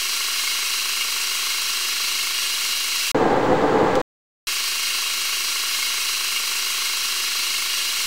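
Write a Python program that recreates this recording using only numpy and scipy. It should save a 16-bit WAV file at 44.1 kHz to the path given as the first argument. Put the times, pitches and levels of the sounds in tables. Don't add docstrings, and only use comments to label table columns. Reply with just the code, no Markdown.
import sys
import numpy as np
from scipy import signal
from scipy.fft import rfft, irfft
from scipy.io import wavfile

SR = 44100
rng = np.random.default_rng(int(sys.argv[2]) if len(sys.argv) > 2 else 0)


def log_audio(samples):
    frames = np.atleast_2d(samples).T
    limited = np.clip(frames, -1, 1)
    pcm = np.round(limited * 32767).astype(np.int16)
    wavfile.write(sys.argv[1], SR, pcm)


N = 355443
TIME = np.arange(N + SR) / SR
FREQ = np.fft.rfftfreq(len(TIME), 1 / SR)
SHAFT_HZ = 26.172


def gain_of(db):
    return 10 ** (np.asarray(db) / 20)


def evened(x):
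    return x / np.sqrt(np.mean(x ** 2) + 1e-20)


def filtered(x, gain):
    return irfft(rfft(x) * gain, len(x))


def white():
    return rng.standard_normal(len(TIME))


def wander(hz):
    t = TIME[::64]
    rate = np.fft.rfftfreq(len(t), t[1])
    drift = filtered(rng.standard_normal(len(t)), np.exp(-(rate / hz) ** 2))
    return np.interp(TIME, t, evened(drift))


def colour(spectrum, resonances):
    hz, db = np.transpose(spectrum)
    level = np.interp(np.log(FREQ + 1), np.log(hz), db)
    for f, width, lift in resonances:
        level = level + lift / (1 + (2 * (FREQ - f) / width) ** 2)
    return gain_of(level) * np.sqrt(SR / 2)


def lifts(events):
    return sum(db * .5 ** ((2 * (TIME - s) / length) ** 2) for s, length, db in events)


def between(start, end):
    return np.clip(np.minimum(TIME - start, end - TIME) * SR / 32, 0, 1)


# [f/Hz, level/dB per Hz]
HISS_SPECTRUM = [(25, -82), (65, -83.5), (120, -104), (170, -101), (230, -84), (400, -79.5), (560, -84.5),
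                 (850, -79.5), (1050, -71), (1900, -70.5), (2600, -70.5), (5000, -67), (8800, -71),
                 (15500, -74)]
# [f/Hz, width/Hz, lift/dB]
STEEL_RESONANCES = [(1358, 84, 2), (1540, 290, 3), (2108, 57, 6), (2288, 160, 9), (2514, 49, 11),
                    (2660, 102, 8.5), (2760, 130, 4), (2856, 163, 12), (3192, 150, 7), (3304, 57, 5),
                    (3830, 150, 6), (4044, 143, 8), (4335, 250, 5.5), (4620, 53, 9.5), (4800, 195, 4),
                    (5080, 48.7, 6.5), (5240, 92, 3), (5730, 490, 7), (6440, 112, 6.5), (6750, 150, 3.5),
                    (7181, 260, 2.5), (8060, 94, 8.5), (8250, 89, 3.5), (9920, 396, 3.6)]
# [t/s, level/dB]
HIGH_RING_LEVEL = [(4.5, 1), (5.35, 0.5), (5.6, 1), (5.9, 1), (6.35, -0.5), (6.75, 1), (7.05, 0.5),
                   (7.3, 2.5), (7.8, 1.5), (8.4, 0.5)]


def chip(turns, flutter_db=0.36, bite_db=2.7, low_ring_db=0.68, low_waver_db=0.6,
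         high_waver_db=0.34, treble_db=-0.3, treble_waver_db=0.24):
    friction = white() * gain_of(flutter_db * wander(45))
    hiss = filtered(friction, colour(HISS_SPECTRUM, STEEL_RESONANCES))
    low_db = low_ring_db + low_waver_db * wander(22)
    high_db = np.interp(TIME, *np.transpose(HIGH_RING_LEVEL)) + high_waver_db * wander(4.7)
    bite = np.exp(-(turns % 1) / 0.34) - .25
    fizz_db = treble_db + treble_waver_db * wander(8) + bite_db * bite
    centres_hz = [2200, 2800, 4050, 5000]
    shares = np.eye(len(centres_hz))
    bands = [filtered(hiss, np.interp(FREQ, centres_hz, share)) for share in shares]
    return sum(band * gain_of(db) for band, db in zip(bands, [0, low_db, high_db, fizz_db]))


MESH_HZ = 153.13
# [multiple of the tooth rate, rms level/dB]
GEAR_LINES = [(6, -56.9), (9, -46.7), (11, -50.2), (12, -50.6), (13, -53.0), (15, -50.2), (17, -52.2),
              (18, -44.4), (19, -47.6), (21, -44.9), (25, -49.8), (26, -47.2), (27, -38.9), (31, -45.3),
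              (32, -54.9), (33, -44.7), (37, -50.8), (38, -49.0), (48, -58.9), (53, -53.1), (54, -47.1),
              (65, -55.6), (66, -58.4), (67, -58.8), (71, -58.1), (81, -59.4)]
# [f/Hz, rms level/dB]
DRIVE_WHISTLES = [(231, -65.5), (249, -66), (366.4, -58), (497.3, -65), (575.8, -64), (654.3, -64.5),
                  (1908, -58), (2467, -58.5), (3005, -48), (4007, -45), (8032, -52), (8058.5, -52),
                  (8084.5, -53), (8110.5, -54.5)]


def whine(clock, waver_db=2., slip_cycles=.06, trim_db=.5):
    gears = [(k * MESH_HZ, db) for k, db in GEAR_LINES]
    out = 0
    for hz, db in [*gears, *DRIVE_WHISTLES]:
        slip = slip_cycles * np.sqrt(hz / 4000) * wander(5.5)
        cycles = hz * clock + slip + rng.random()
        strength = evened(gain_of(waver_db * wander(14)))
        out = out + gain_of(db + trim_db) * strength * np.sin(2 * np.pi * cycles)
    return np.sqrt(2) * out


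SWELL_HZ, SWELL_AT_S, SWELL_DB = 2.93, 4.765, 0.45
EASE_FROM_S, EASE_DB_PER_S = 6.85, 0.9
# [f/Hz, rms level/dB, delay of the peak/s, bell half length (one sigma)/s]
KNOCK_MODES = [(403, -57, 0.0068, .0035), (745, -61, 0.00702, 0.00091), (872, -64.5, 0.00684, 0.0022),
               (1114, -42.5, .007, 0.0028), (1060, -55, .017, 0.0015), (1296, -49, .007, 0.0045),
               (1402, -55, 0.00511, 0.0017), (1533, -51, .01, 0.0022), (1967, -53, 0.0063, 0.0046)]


def knock(turns, uneven_db=1.1, trim_db=-0.34):
    swell_db = SWELL_DB * np.cos(2 * np.pi * SWELL_HZ * (TIME - SWELL_AT_S))
    ease_db = EASE_DB_PER_S * np.maximum(TIME - EASE_FROM_S, 0)
    force = gain_of(trim_db + swell_db - ease_db + uneven_db * wander(27))
    blows = np.diff(np.floor(turns), prepend=np.floor(turns[0])) * force
    t = np.arange(-SR // 20, SR // 20) / SR
    ring = 0
    for hz, db, delay, length in KNOCK_MODES:
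        bell = np.exp(-.5 * ((t - delay) / length) ** 2)
        mode = bell * np.cos(2 * np.pi * hz * (t - delay))
        ring = ring + gain_of(db) * mode / np.linalg.norm(mode)
    return signal.oaconvolve(blows, ring * np.sqrt(SR / SHAFT_HZ), "same")


# [middle t/s, length/s, lift/dB]
PING_BOUTS = [(4.5, .08, 6), (4.88, .12, 7.5), (5.12, .12, 5), (5.29, 0.071, 4), (5.79, .2, 7),
              (6.04, .15, 6.5), (6.39, .1, 7), (6.68, 0.071, 8), (6.87, .12, 8.5), (7.28, 0.1, 9),
              (7.54, .18, 4.5), (8.0, .11, 7.5), (8.27, .1, 4.5)]


def ping(turns, ping_hz=2160, ping_db=-43.5, peak_turn=.25, length_turns=.14, uneven_db=2.5,
         slip_cycles=0.054):
    from_peak = (turns - peak_turn + .5) % 1 - .5
    swell = evened(np.exp(-.5 * (from_peak / length_turns) ** 2))
    cycles = ping_hz * from_peak / SHAFT_HZ + slip_cycles * wander(25)
    tone = np.sqrt(2) * np.cos(2 * np.pi * cycles)
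    level_db = ping_db + lifts(PING_BOUTS) + uneven_db * wander(18)
    return gain_of(level_db) * swell * tone


# [t/s, envelope peak level/dB]
SOFT_THUMPS = [(7.025, -52), (7.32, -57.5), (7.59, -50.5)]


def thumps(thump_hz=115, length_s=0.0032):
    out = 0
    for s, db in SOFT_THUMPS:
        bell = np.exp(-.5 * ((TIME - s) / length_s) ** 2)
        out = out + gain_of(db) * bell * np.sin(2 * np.pi * thump_hz * (TIME - s))
    return out


# [f/Hz, relative level/dB per Hz]
ROAR_SPECTRUM = [(25, -54), (55, -67.5), (130, -53.5), (220, -53.5), (400, -56.5), (600, -53.5),
                 (1000, -55.0), (2000, -65.5), (2600, -70), (4400, -75.5), (5200, -81), (7500, -83),
                 (12500, -104.5), (15500, -91)]
# [f/Hz, width/Hz, lift/dB]
HOUSING_RESONANCES = [(280, 48, 6), (334, 34, 8), (430.7, 72, 15.5), (508, 31, 11.5), (744, 24, 5.5),
                      (807, 53, 6.5), (870, 36, 3), (1020, 38, 4.5), (1185, 49, 5), (1345, 14, 6.5),
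                      (1610, 40, 6.5), (1697, 86, 3.5), (2010, 96, 5)]
# [f/Hz, rms level/dB]
ROAR_HUMS = [(290, -35), (452, -32), (526, -32.5), (747, -37.5), (806, -38.5), (874, -38.5)]
# [middle t/s, length/s, lift/dB]
ROAR_SURGES = [(3.215, 0.033, 2.5), (3.262, 0.026, 4), (3.335, 0.038, 4.5), (3.478, 0.019, 3.5),
               (3.525, 0.019, 6), (3.645, 0.019, 7), (3.735, 0.036, 2), (3.785, 0.023, 1),
               (3.83, 0.044, 4.5)]


def roar(judder_db=0.95, judder_hz=24, body_db=-19.5, body_hz=900, rush_db=-18.5, waver_db=2.0,
         slip_cycles=0.14):
    noise = evened(filtered(white(), colour(ROAR_SPECTRUM, HOUSING_RESONANCES)))
    low = filtered(noise, 1 / (1 + (FREQ / body_hz) ** 4))
    surge_db = lifts(ROAR_SURGES)
    judder = evened(gain_of(judder_db * wander(judder_hz)))
    body = low * gain_of(body_db + surge_db) * judder
    rush = (noise - low) * gain_of(rush_db)
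    hums = 0
    for hz, db in ROAR_HUMS:
        cycles = hz * TIME + slip_cycles * wander(5.9) + rng.random()
        hums = hums + gain_of(db + waver_db * wander(13)) * np.sin(2 * np.pi * cycles)
    return body + rush + np.sqrt(2) * hums * gain_of(surge_db)


# [t/s, rms level at onset/dB of the band-limited noise, t60/s]
SWARF_TICKS = [(3.954, -24.5, 0.036), (4.001, -32, 0.04)]


def ticks(centre_hz=3000, width_hz=3500):
    bright = evened(filtered(white(), 1 / (1 + ((FREQ - centre_hz) / width_hz) ** 2)))
    envelope = 0
    for s, db, t60 in SWARF_TICKS:
        envelope = envelope + (TIME > s) * gain_of(db - 60 * abs(TIME - s) / t60)
    return bright * envelope


CUT_FROM_S, CUT_TO_S = 4.4705, 8.4685
CUT_EARLIER_S = 5.352
ROAR_FROM_S, ROAR_TO_S = 3.1455, 4.0165
KNOCK_AT_S = .0134
CUT_OFFSET, ROAR_OFFSET = -.0096, -.026


def scene():
    clock = TIME + 5e-5 * wander(1.2)
    turns = (clock - KNOCK_AT_S) * SHAFT_HZ
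    cutting = chip(turns) + whine(clock) + knock(turns) + ping(turns) + thumps() + CUT_OFFSET
    cutting = cutting * between(CUT_FROM_S, CUT_TO_S)
    earlier = np.pad(cutting, (0, N))[round(CUT_EARLIER_S * SR):]
    rumble = (roar() + ticks() + ROAR_OFFSET) * between(ROAR_FROM_S, ROAR_TO_S)
    mono = earlier[:N] + rumble[:N] + cutting[:N]
    return np.array([mono, mono])


def record(dry, edge_hz=15750):
    low_pass = signal.firwin(801, edge_hz, window=("kaiser", 9), fs=SR)
    return signal.oaconvolve(dry, low_pass[None], "same")


dry = scene()
out = record(dry)
log_audio(out)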